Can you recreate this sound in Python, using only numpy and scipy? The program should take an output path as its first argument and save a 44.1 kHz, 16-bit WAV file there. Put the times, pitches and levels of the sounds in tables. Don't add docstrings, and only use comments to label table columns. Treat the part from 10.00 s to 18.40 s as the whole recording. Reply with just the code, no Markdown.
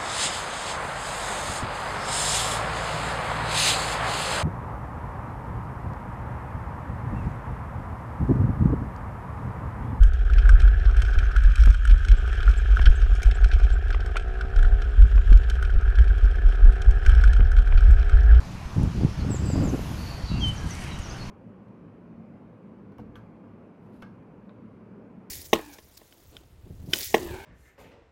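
import sys
import numpy as np
from scipy import signal
from scipy.fft import rfft, irfft
from scipy.io import wavfile
from scipy.ndimage import uniform_filter1d, minimum_filter1d, map_coordinates

SR = 44100
rng = np.random.default_rng(int(sys.argv[2]) if len(sys.argv) > 2 else 0)


def dump_mix(stems):
    frames = np.atleast_2d(stems).T
    limited = np.clip(frames, -1, 1)
    pcm = np.round(limited * 32767).astype(np.int16)
    wavfile.write(sys.argv[1], SR, pcm)


N = 370440
TIME = np.arange(N) / SR
BAND_LIMIT_HZ = 15000

# (time [s], wheel drone [dB], grit [dB])
ROLL_LEVELS = [(0, -45.5, -71), (.2, -49.5, -60.5), (.45, -41, -53), (.8, -44, -58), (1.05, -42.5, -51),
               (1.35, -41, -55.5), (1.5, -43, -49.5), (1.65, -44, -50), (1.8, -47, -56.5),
               (2.25, -43.5, -53), (2.42, -40, -50), (2.6, -46.5, -51.5), (2.85, -42.5, -52.5),
               (3.1, -46.5, -54), (3.4, -45, -54), (3.55, -46, -50), (3.7, -47, -53.5), (4.45, -47, -62.5),
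               (4.65, -46.5, -60.5), (5.1, -47.5, -56.5), (5.4, -47, -60.5), (5.9, -44.5, -56.5),
               (6.3, -45.5, -55), (6.95, -45.5, -58), (7.12, -41, -48.5), (7.5, -46, -60), (7.85, -45, -53),
               (8.15, -42, -49.5), (8.32, -42, -61), (8.4, -45, -50)]
# (frequency [Hz], gain [dB])
WHEEL_RESPONSE = [(250, -15), (600, -20), (900, -20), (1130, -15), (1290, 1), (1370, -2.5), (1470, 3.5),
                  (1660, 3.5), (1800, -6), (2000, -17), (2600, -19.5), (5000, -44)]
# (frequency [Hz], width [Hz], gain [dB])
FRAME_MODES = [(2376, 530, 9), (3103, 373, 7.5), (3430, 160, -2), (3990, 180, -0.5), (4420, 450, -4.5),
               (5194, 620, -3.5), (5544, 130, -7), (6290, 330, -11), (7380, 300, -22.5), (8086, 560, -15),
               (10890, 1900, -27), (13300, 1700, -36.5)]


def moped(note_db=-35, rasp_db=-58, jitter_s=22e-6, echo_db=-18, echo_t60_s=0.49):
    # (time [s], rate [turns/s])
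    crank = [(0, 65.7), (.3, 64.3), (1, 63), (1.35, 63.1), (1.7, 59), (2.1, 57.4), (2.55, 59.2), (3.05, 58),
             (3.85, 57.5), (4.3, 62.5), (4.86, 68.5), (5.05, 66.6), (5.3, 66.1), (5.7, 63.6), (5.95, 64),
             (6.35, 62.3), (6.8, 64.5), (7.1, 64.8), (7.55, 65.8), (7.78, 67), (8, 67), (8.4, 70.3)]
    # (time [s], firing strength [dB], exhaust brightness [dB])
    throttle = [(0, -4, -3.5), (.5, 0, -2.5), (1.35, 1, -3.5), (1.42, -28.5, -24), (1.9, -11, -5),
                (2.25, 1, -5), (3, 0, -4), (3.3, 0, 2), (4.4, 3, -4), (4.7, 1.5, 0.5), (4.95, 0, -11),
                (5.5, 1, -5.5), (6.3, 3, -6.5), (6.7, 3, -2.5), (7.7, -3, -1), (8.4, 2, -2.5)]
    # (frequency [Hz], gain [dB])
    pipe = [(120, -14), (200, -1), (265, -4.5), (320, -19), (350, 4.5), (385, 7), (410, 8), (465, 2.5),
            (535, -6.5), (590, -7), (645, -4), (680, 4.5), (725, 5), (770, 2.5), (830, -9), (885, -17),
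            (950, -24), (2500, -52.5)]
    (crank_hz,), (firing_db, bright_db) = curves(crank), curves(throttle)
    turns = np.cumsum(crank_hz) / SR
    onsets = np.flatnonzero(np.diff(np.floor(turns)))
    pulses = np.zeros(N)
    pulses[onsets] = firings(TIME[onsets]) * gain_of(firing_db[onsets])
    pop = unit_peak(colour(signal.unit_impulse(SR // 10), pipe, size=4096))
    jittered = np.arange(N) + SR * jitter_s * wander(40)
    note = np.interp(jittered, np.arange(N), signal.oaconvolve(pulses, pop)[:N])
    body = lowpass(note, 550)
    note = body + gain_of(bright_db) * (note - body)
    puffs = np.interp(TIME, TIME[onsets], pulses[onsets]) * np.exp(-(turns % 1)) * rng.standard_normal(N)
    direct = gain_of(note_db) * note + gain_of(rasp_db) * unit_rms(bandpass(puffs, 340, 2100))
    tail = rng.standard_normal(SR // 2) * gain_of(-60 * TIME[:SR // 2] / echo_t60_s)
    return direct + gain_of(echo_db) * signal.oaconvolve(direct, tail / np.linalg.norm(tail))[:N]


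def firings(times_s, misfire=0.16, recovery=0.59, spread=0.05):
    # (start [s], mean run [turns])
    skips = [(0, 3), (.47, 4), (1.35, 3.2), (2.2, 2.7), (2.55, 2.15), (3.15, 2.4), (3.95, 3), (4.03, 6),
             (4.25, 40), (4.96, 4.1), (6.4, 3.6), (6.65, 8), (7.3, 80)]
    starts_s, mean_runs = np.transpose(skips)
    dither = rng.random(len(times_s))
    variation = 1 + spread * rng.standard_normal(len(times_s))
    strength, last_miss = np.ones(len(times_s)), 0
    for turn, mean_run in enumerate(mean_runs[np.searchsorted(starts_s, times_s, "right") - 1]):
        run = int(mean_run + dither[last_miss])
        if turn - last_miss >= run:
            strength[turn], last_miss = misfire, turn
        elif turn - last_miss == 1 and run == 4:
            strength[turn] = recovery
    return strength * variation


def wheels(drone_db=2, patch_db=2, crunch_db=-2.5, ticks_db=-4, flex=0.02144, top_hz=13500):
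    # (time [s], level [dB])
    slide = [(0, -60), (1.2, -60), (1.6, -56), (2.4, -53.5), (3.1, -55.5), (3.6, -63), (4.2, -64),
             (4.6, -63), (5.3, -55), (5.7, -64.5), (8.4, -62.5)]
    # (frequency [Hz], width [Hz], gain [dB])
    scrub_modes = [(2884, 820, 0), (3180, 260, -2), (3640, 210, -8), (5600, 530, -15.5), (6450, 350, -20),
                   (7350, 140, -11.5), (8200, 450, -22), (9400, 1200, -20), (11200, 1200, -23.5)]
    (roll_db, grit_db), (slide_db,) = curves(ROLL_LEVELS), curves(slide)
    rough_patches = unit_rms(bandpass(rng.standard_normal(N), 12, 45))
    drone = unit_rms(colour(grains(1500, 3.1), WHEEL_RESPONSE))
    pitch_bend = flex * unit_rms(bandpass(rng.standard_normal(N), 2, 7))
    drone = map_coordinates(drone, [np.arange(N) + np.cumsum(pitch_bend)], order=3, mode="mirror")
    drone *= gain_of(roll_db + drone_db + patch_db * rough_patches)
    crunch = unit_rms(resonate(grains(1200, 4.6), FRAME_MODES)) * gain_of(grit_db + crunch_db)
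    ticks = sum(signal.oaconvolve(grains(per_s=9, spread_db=3), grit_tick())[:N] for _ in range(14))
    scrub = unit_rms(resonate(grains(2200, 3.8), scrub_modes)) * gain_of(slide_db)
    rolling = lowpass(drone + crunch + scrub, top_hz, order=2)
    return rolling + unit_rms(ticks) * gain_of(grit_db + ticks_db)


def grit_tick(decay_s=0.0011, emphasis=0.45):
    t = TIME[:SR // 40]
    snap = rng.standard_normal(len(t)) * t / decay_s * np.exp(-t / decay_s)
    return unit_rms(resonate(signal.lfilter([1, -emphasis], [1], snap), FRAME_MODES, scatter_db=9))


def stones(rise_s=0.00052, crush_s=0.0013, brittleness=0.6, knock_s=0.0036, crumbs_s=0.073):
    # (time [s], crack [dB], wheel ring [dB], sharp edge [dB])
    large_stones = [(.032, -30.5, -43, -42), (.133, -40, -50, -52), (.299, -44, -33.5, -60),
                    (.334, -33, -51, -49.5), (.381, -30.5, -40, -56), (.4916, -31, -23, -38.5),
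                    (.6003, -30.5, -48, -48), (.617, -33.5, -40, -49), (.677, -36.5, -37, -55.5),
                    (.853, -38, -34, -62), (.9664, -35, -48, -47), (1.0187, -26, -32, -39.5),
                    (1.049, -36, -38, -54), (1.139, -38, -50, -54), (1.186, -27, -43, -45.5),
                    (1.2275, -47, -31.5, -71), (1.3624, -30.5, -27.5, -44), (1.4345, -41, -40, -49),
                    (1.4545, -40, -52, -61), (1.5554, -28, -49, -40), (1.571, -53, -54, -59),
                    (1.599, -35, -46, -48), (1.6347, -31, -32, -42), (1.6564, -31, -36, -41.5),
                    (1.703, -36.5, -37, -48), (1.744, -36, -34, -49), (1.8517, -35, -29, -42.5),
                    (1.8741, -32, -35, -46), (1.896, -32.5, -37, -62), (1.9095, -31.5, -47, -49),
                    (2.048, -34, -35, -47), (2.0837, -25.5, -35, -41.5), (2.1149, -28, -36, -45),
                    (2.403, -33, -34, -56), (2.4285, -33, -34, -49.5), (2.4775, -47, -24, -58),
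                    (2.511, -36, -52, -51), (2.7684, -36.5, -23.5, -57), (2.8137, -33, -30, -50),
                    (2.8245, -34, -41, -55), (2.8557, -19, -30, -45.5), (2.8647, -34, -18.5, -53),
                    (2.8695, -29, -24, -46), (3.017, -36, -38, -54), (3.1515, -46, -50, -46.5),
                    (3.2187, -34, -55, -47), (3.2298, -27, -39, -39), (3.256, -36, -36, -54),
                    (3.3108, -29.5, -40, -47), (3.4428, -26.5, -32.5, -42), (3.514, -29, -34.5, -56),
                    (3.534, -31, -41, -51), (3.6338, -36, -51, -49), (3.7011, -38.5, -35.5, -54),
                    (3.904, -33, -30.5, -47), (3.9255, -34, -40, -59), (4.0037, -36.5, -35, -54),
                    (4.0605, -37, -37, -47), (4.1668, -23, -28.5, -38.5), (4.4094, -36, -31, -50.5),
                    (4.5608, -34, -35.5, -48), (4.5888, -37.5, -34, -51), (4.6276, -35, -34, -48),
                    (4.6472, -39, -33, -65), (4.8186, -32.5, -35, -49.5), (5.0197, -35.5, -39.5, -53),
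                    (5.113, -43, -52, -58), (5.3265, -30, -35, -48), (5.3722, -36, -54, -48.5),
                    (5.433, -40, -56, -63), (5.4983, -26.5, -37, -38.5), (5.625, -33, -27.5, -45.5),
                    (5.6485, -34, -43, -55), (5.7, -40, -38, -59), (5.9523, -40, -35, -62),
                    (5.9852, -33.5, -31.5, -54), (6.078, -36.5, -59, -60), (6.18, -41, -49, -54),
                    (6.523, -39, -43, -60), (6.722, -40, -43, -53), (6.8176, -31, -45, -43.5),
                    (6.9087, -37, -40, -47.5), (7.0618, -26.5, -26, -40.5), (7.0938, -32, -32, -44),
                    (7.149, -34, -35, -46), (7.2377, -29.5, -23.5, -39), (7.274, -36, -42, -55),
                    (7.3317, -30.5, -34, -44.5), (7.364, -39, -36, -61), (7.5158, -39, -31, -46),
                    (7.565, -34, -38, -51), (7.5844, -35.5, -39, -55), (7.673, -36.5, -34, -54),
                    (7.7745, -29.5, -36, -57), (7.806, -46, -39.5, -52), (8.3114, -42, -34, -78),
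                    (8.3466, -37, -39, -64)]
    out, t = np.zeros(N), TIME[:SR // 16]
    for s, crack_db, ring_db, edge_db in [*large_stones, *pebbles()]:
        speed = gain_of(brittleness * (edge_db - crack_db))
        noise = rng.standard_normal(len(t))
        crush = np.exp(-t * speed / crush_s) * noise
        crumbs = 0.052 * np.exp(-t / crumbs_s) * grains(820, 5, size=len(t))
        snap = resonate((1 - np.exp(-t / rise_s)) * (crush + crumbs), FRAME_MODES, scatter_db=3)
        knock = colour(np.exp(-t / knock_s) * noise, WHEEL_RESPONSE)
        add(out, s, gain_of(crack_db + 0.5) * unit_peak(bandpass(snap, 2500, 5800)))
        add(out, s, gain_of(crack_db) * rim_clink() + gain_of(ring_db) * wheel_ping())
        add(out, s, gain_of(edge_db + 8) * unit_peak(bandpass(snap, 6230, BAND_LIMIT_HZ, order=3)))
        add(out, s, gain_of(ring_db + 1) * unit_peak(knock))
    return out


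def pebbles(per_s=6, spread_db=2.5):
    # (crack [dB], wheel ring [dB], sharp edge [dB])
    over_grit_db = (12, 10, -1)
    count = int(per_s * N / SR)
    times_s = (np.arange(count) + rng.random(count)) / per_s
    grit_db = np.interp(times_s, TIME, curves(ROLL_LEVELS)[1])[:, None]
    levels_db = grit_db + over_grit_db + spread_db * rng.standard_normal((count, 3))
    return np.column_stack([times_s, levels_db])


def rim_clink(gain_db=-5, scatter_db=4, detune=0.023, attack_s=0.001):
    # (frequency [Hz], level [dB], t60 [s])
    modes = [(1452, -6, 0.038), (3400, -3, 0.0078), (4394, -5.5, 0.015), (5614, -5, 0.011)]
    t = TIME[:SR // 16]
    out = np.zeros(len(t))
    for (hz, db, t60_s), (share, shift) in zip(modes, rng.uniform(-0.32, 1, (len(modes), 2))):
        envelope = gain_of(db + scatter_db * share - 60 * t / t60_s)
        out += envelope * np.sin(2 * np.pi * hz * (1 + detune * shift) * t)
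    return gain_of(gain_db) * unit_peak(out * np.minimum(t / attack_s, 1))


def wheel_ping(gain_db=5, centre_hz=1480, detune=0.065, swell_s=0.0025):
    t = TIME[:SR // 16]
    hz = centre_hz * (1 + detune * rng.uniform(-0.92, 1))
    envelope = (t / swell_s * np.exp(-t / swell_s)) ** 2
    return gain_of(gain_db) * unit_peak(envelope * np.sin(2 * np.pi * hz * t))


def axle_clacks(decay_s=0.0034, steepness=1.48):
    # (time [s], peak [dB])
    hits = [(1.672, -25.5), (2.7924, -18), (3.9438, -20.5), (4.156, -22), (4.166, -25), (5.177, -28),
            (7.404, -25.5), (7.722, -24.5)]
    # (frequency [Hz], gain [dB])
    body = [(250, -18), (600, -8), (900, -9), (1350, 0), (1900, -6), (2400, -8), (3200, -16), (4000, -32),
            (8000, -50)]
    out, t = np.zeros(N), TIME[:SR // 25]
    for s, db in hits:
        chatter = t / decay_s * np.exp(-(t / decay_s) ** steepness) * rng.standard_normal(len(t))
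        add(out, s, gain_of(db) * unit_peak(colour(chatter, body)))
    return out


def wheel_squeaks(roughness=0.26):
    # (time [s], level [dB])
    squeaks = [(1.768, -73), (2.168, -55), (2.57, -47), (2.951, -52), (3.343, -49.5), (3.725, -52.5)]
    # (time from onset [s], frequency [Hz])
    glide = [(0, 8400), (.007, 7150), (.013, 7400), (.024, 8300)]
    glide_s, glide_hz = np.transpose(glide)
    out, t = np.zeros(N), np.arange(0, glide_s[-1], 1 / SR)
    for s, db in squeaks:
        grip = unit_rms(lowpass(rng.standard_normal(len(t) * 3), 350)[len(t):2 * len(t)])
        hz = np.interp(t, glide_s, glide_hz) * (1 + .012 * rng.standard_normal() + .025 * grip)
        envelope = gain_of(db) * signal.windows.tukey(len(t), .5) * (1 + roughness * grip)
        add(out, s, envelope * np.sin(2 * np.pi * np.cumsum(hz) / SR))
    return out


def slide_whistle(gain_db=-2, flicker_db=3, waver=0.018):
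    # (time [s], frequency [Hz], level [dB])
    whistle = [(0, 6500, -86), (1.3, 6350, -67), (2, 6350, -69), (3.1, 6450, -64), (3.7, 6900, -75),
               (4.3, 7000, -90), (4.7, 7000, -82), (5.3, 6700, -69), (5.7, 6900, -88.5), (8.4, 6780, -88.5)]
    centre_hz, db = curves(whistle)
    fuzz = lowpass(rng.standard_normal(N), 260, order=2) * gain_of(flicker_db * wander(14))
    hz = centre_hz * (1 + waver * wander(7))
    return unit_rms(fuzz * np.sin(2 * np.pi * np.cumsum(hz) / SR)) * gain_of(db + gain_db)


def wind(gust_sigma_s=0.024, stir=0.16, rumble_top_hz=86, flutter_db=-41, follow=0.34, flicker_db=3):
    # (time [s], level [dB])
    steady = [(0, -18.5), (.6, -15), (.8, -16.5), (1.6, -18), (2.3, -20), (2.7, -18), (3.5, -22),
              (3.95, -18.5), (4.1, -23.5), (4.4, -24.5), (4.6, -23.5), (4.9, -19.5), (5.5, -18.5),
              (6.5, -19), (7, -23), (7.15, -9), (7.35, -14), (7.7, -26), (7.9, -5.5), (8.05, -17.5),
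              (8.28, -11), (8.4, -9)]
    # (peak time [s], level [dB], swing rate [Hz])
    gusts = [(0.041, -3, 42.8), (0.327, -10.5, 45.4), (0.383, -16.5, 44.3), (0.458, -11.5, 38),
             (0.54, -5, 42.6), (0.663, -8.5, 44.7), (0.868, -12, 49), (0.998, -15, 54),
             (1.191, -11.5, 36.3), (1.387, -16.5, 54), (1.469, -8.5, 41), (1.623, -9, 50),
             (1.683, -5.5, 45.8), (1.919, -8, 39), (2.119, -8.5, 42), (2.5, -7, 45.2), (2.729, -14.5, 49),
             (2.816, -14.5, 40), (2.876, -1, 36), (3.036, -15.5, 46.5), (3.115, -11.5, 44.2),
             (3.275, -8, 49.5), (3.442, -12, 49.8), (3.554, -11.5, 36.6), (3.654, -10.5, 50),
             (3.732, -10, 43), (4.592, -9.5, 41.5), (4.656, -7.5, 34.7), (4.741, -14, 46.5),
             (5.024, -4, 50), (5.175, -10.5, 48.7), (5.335, -2, 42.5), (5.637, -13.5, 58.4),
             (5.766, -8.5, 47), (5.884, -16, 58), (6.003, -8.5, 59), (6.1, -17.5, 44.4),
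             (6.254, -12.5, 43.5), (6.467, -11.5, 35.3), (6.663, -3.5, 35.4), (6.895, -8, 49.5),
             (6.963, -13.5, 44), (7.096, -8.5, 37.5), (7.268, -8.5, 45), (7.412, -6.5, 39.6),
             (7.475, -14, 40), (7.581, -10, 39.6), (7.687, -15, 39), (7.757, -7, 30.5),
             (7.865, -13.5, 37.6), (8.151, -11.5, 37), (8.33, -10.5, 54.5)]
    # (frequency [Hz], gain [dB])
    spectrum = [(12, -11), (24, -10.5), (38, 14), (52, -14), (65, -14), (80, -11.5), (100, -25), (125, -31),
                (170, -49), (300, -57), (600, -51.5), (1200, -68)]
    (steady_db,) = curves(steady)
    swings, gust_power, jitter_rad = np.zeros(N), np.zeros(N), 0.48 * wander(41)
    for (s, db, hz), phase in zip(gusts, rng.random(len(gusts))):
        near = slice(max(int(s * SR) - SR // 10, 0), int(s * SR) + SR // 10)
        t = TIME[near] - s
        envelope = gain_of(db) * np.exp(-.5 * (t / gust_sigma_s) ** 2)
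        swings[near] += np.sqrt(2) * envelope * np.sin(2 * np.pi * (hz * t + phase) + jitter_rad[near])
        gust_power[near] += envelope ** 2
    eddies = bandpass(rng.standard_normal(N), 30.1, 62.7)
    eddy_rms = np.sqrt(abs(uniform_filter1d(eddies ** 2, size=3000)))
    rumble = unit_rms(eddies / eddy_rms) * np.sqrt(gain_of(steady_db - 1) ** 2 + stir * gust_power)
    buffet = colour(rng.standard_normal(N), spectrum, size=16384)
    flutter = unit_rms(bandpass(buffet, 116.6, 900, order=3))
    wind_db = 10 * np.log10(gain_of(steady_db) ** 2 + gust_power)
    lift_db = follow * (wind_db - wind_db.mean()) + flicker_db * wander(31)
    return lowpass(rumble + swings, rumble_top_hz, order=3) + gain_of(flutter_db + lift_db) * flutter


def wind_slaps(gain_db=3, dip_s=0.0011, flap_s=0.0061):
    # (time [s], level [dB])
    slaps = [(1.671, -24.5), (1.909, -31.5), (2.794, -28), (2.87, -23), (4.446, -35.5), (5.018, -32.5),
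             (5.151, -33.5), (5.319, -21.5), (5.765, -36.5), (6.243, -34), (6.655, -40), (7.394, -23.5),
             (7.412, -28)]
    out, t = np.zeros(N), TIME[:SR // 10]
    for s, db in slaps:
        dip = -np.exp(-(t / dip_s - 2) ** 2)
        flap = 0.16 * unit_rms(bandpass(rng.standard_normal(len(t)), 120, 420)) * np.exp(-t / flap_s)
        add(out, s, gain_of(db + gain_db) * unit_peak(bandpass(dip + flap, 62, 1900)))
    return out


def gain_of(db):
    return 10 ** (np.asarray(db) / 20)


def unit_rms(x):
    return x / np.sqrt(np.mean(x ** 2) + 1e-20)


def unit_peak(x):
    return x / (abs(x).max() + 1e-20)


def curves(rows):
    s, *columns = np.transpose(rows)
    return [np.interp(TIME, s, column) for column in columns]


def add(mix, start_s, sound):
    part = mix[max(round(start_s * SR), 0):][:len(sound)]
    part += sound[:len(part)]


def colour(x, response, size=2048):
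    hz, db = np.transpose(response)
    bins_hz = abs(np.fft.fftfreq(size, 1 / SR))
    log_gain = np.log(gain_of(np.interp(np.log(bins_hz + 1), np.log(hz), db)))
    impulse = np.fft.ifft(np.exp(np.conj(signal.hilbert(log_gain)))).real
    return signal.oaconvolve(x, impulse[:size // 2])[:len(x)]


def resonate(x, modes, scatter_db=0):
    out = np.zeros(len(x))
    for hz, width_hz, db in modes:
        section = np.concatenate(signal.iirpeak(hz, hz / width_hz, fs=SR))
        out += gain_of(db + scatter_db * rng.uniform(-1, 1)) * signal.sosfilt([section, section], x)
    return out


def bandpass(x, lo_hz, hi_hz, order=2):
    return signal.sosfilt(signal.butter(order, [lo_hz, hi_hz], "band", fs=SR, output="sos"), x)


def lowpass(x, edge_hz, order=4):
    return signal.sosfiltfilt(signal.butter(order, edge_hz, fs=SR, output="sos"), x)


def wander(corner_hz):
    bins_hz = np.fft.rfftfreq(N, 1 / SR)
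    return unit_rms(irfft(rfft(rng.standard_normal(N)) / (1 + (bins_hz / corner_hz) ** 2), N))


def grains(per_s, spread_db, size=N):
    height = gain_of(spread_db * np.minimum(rng.exponential(1, size), 4))
    return unit_rms(height * rng.choice([-1, 1], size) * (rng.random(size) < per_s / SR))


def scene():
    engine = moped()
    trike = wheels() + slide_whistle() + stones() + axle_clacks() + wheel_squeaks()
    return (engine + trike + wind() + wind_slaps())[None]


def record(dry):
    allowed = np.minimum(1, .87 / (abs(dry) + 1e-9))
    gain = uniform_filter1d(minimum_filter1d(allowed, size=1500), size=1500)
    gain *= signal.windows.tukey(N, .0015)
    taps = signal.firwin(511, BAND_LIMIT_HZ, window=("kaiser", 9), fs=SR)
    return signal.oaconvolve(dry * gain, taps[None], "same")


dry = scene()
out = record(dry)
dump_mix(out)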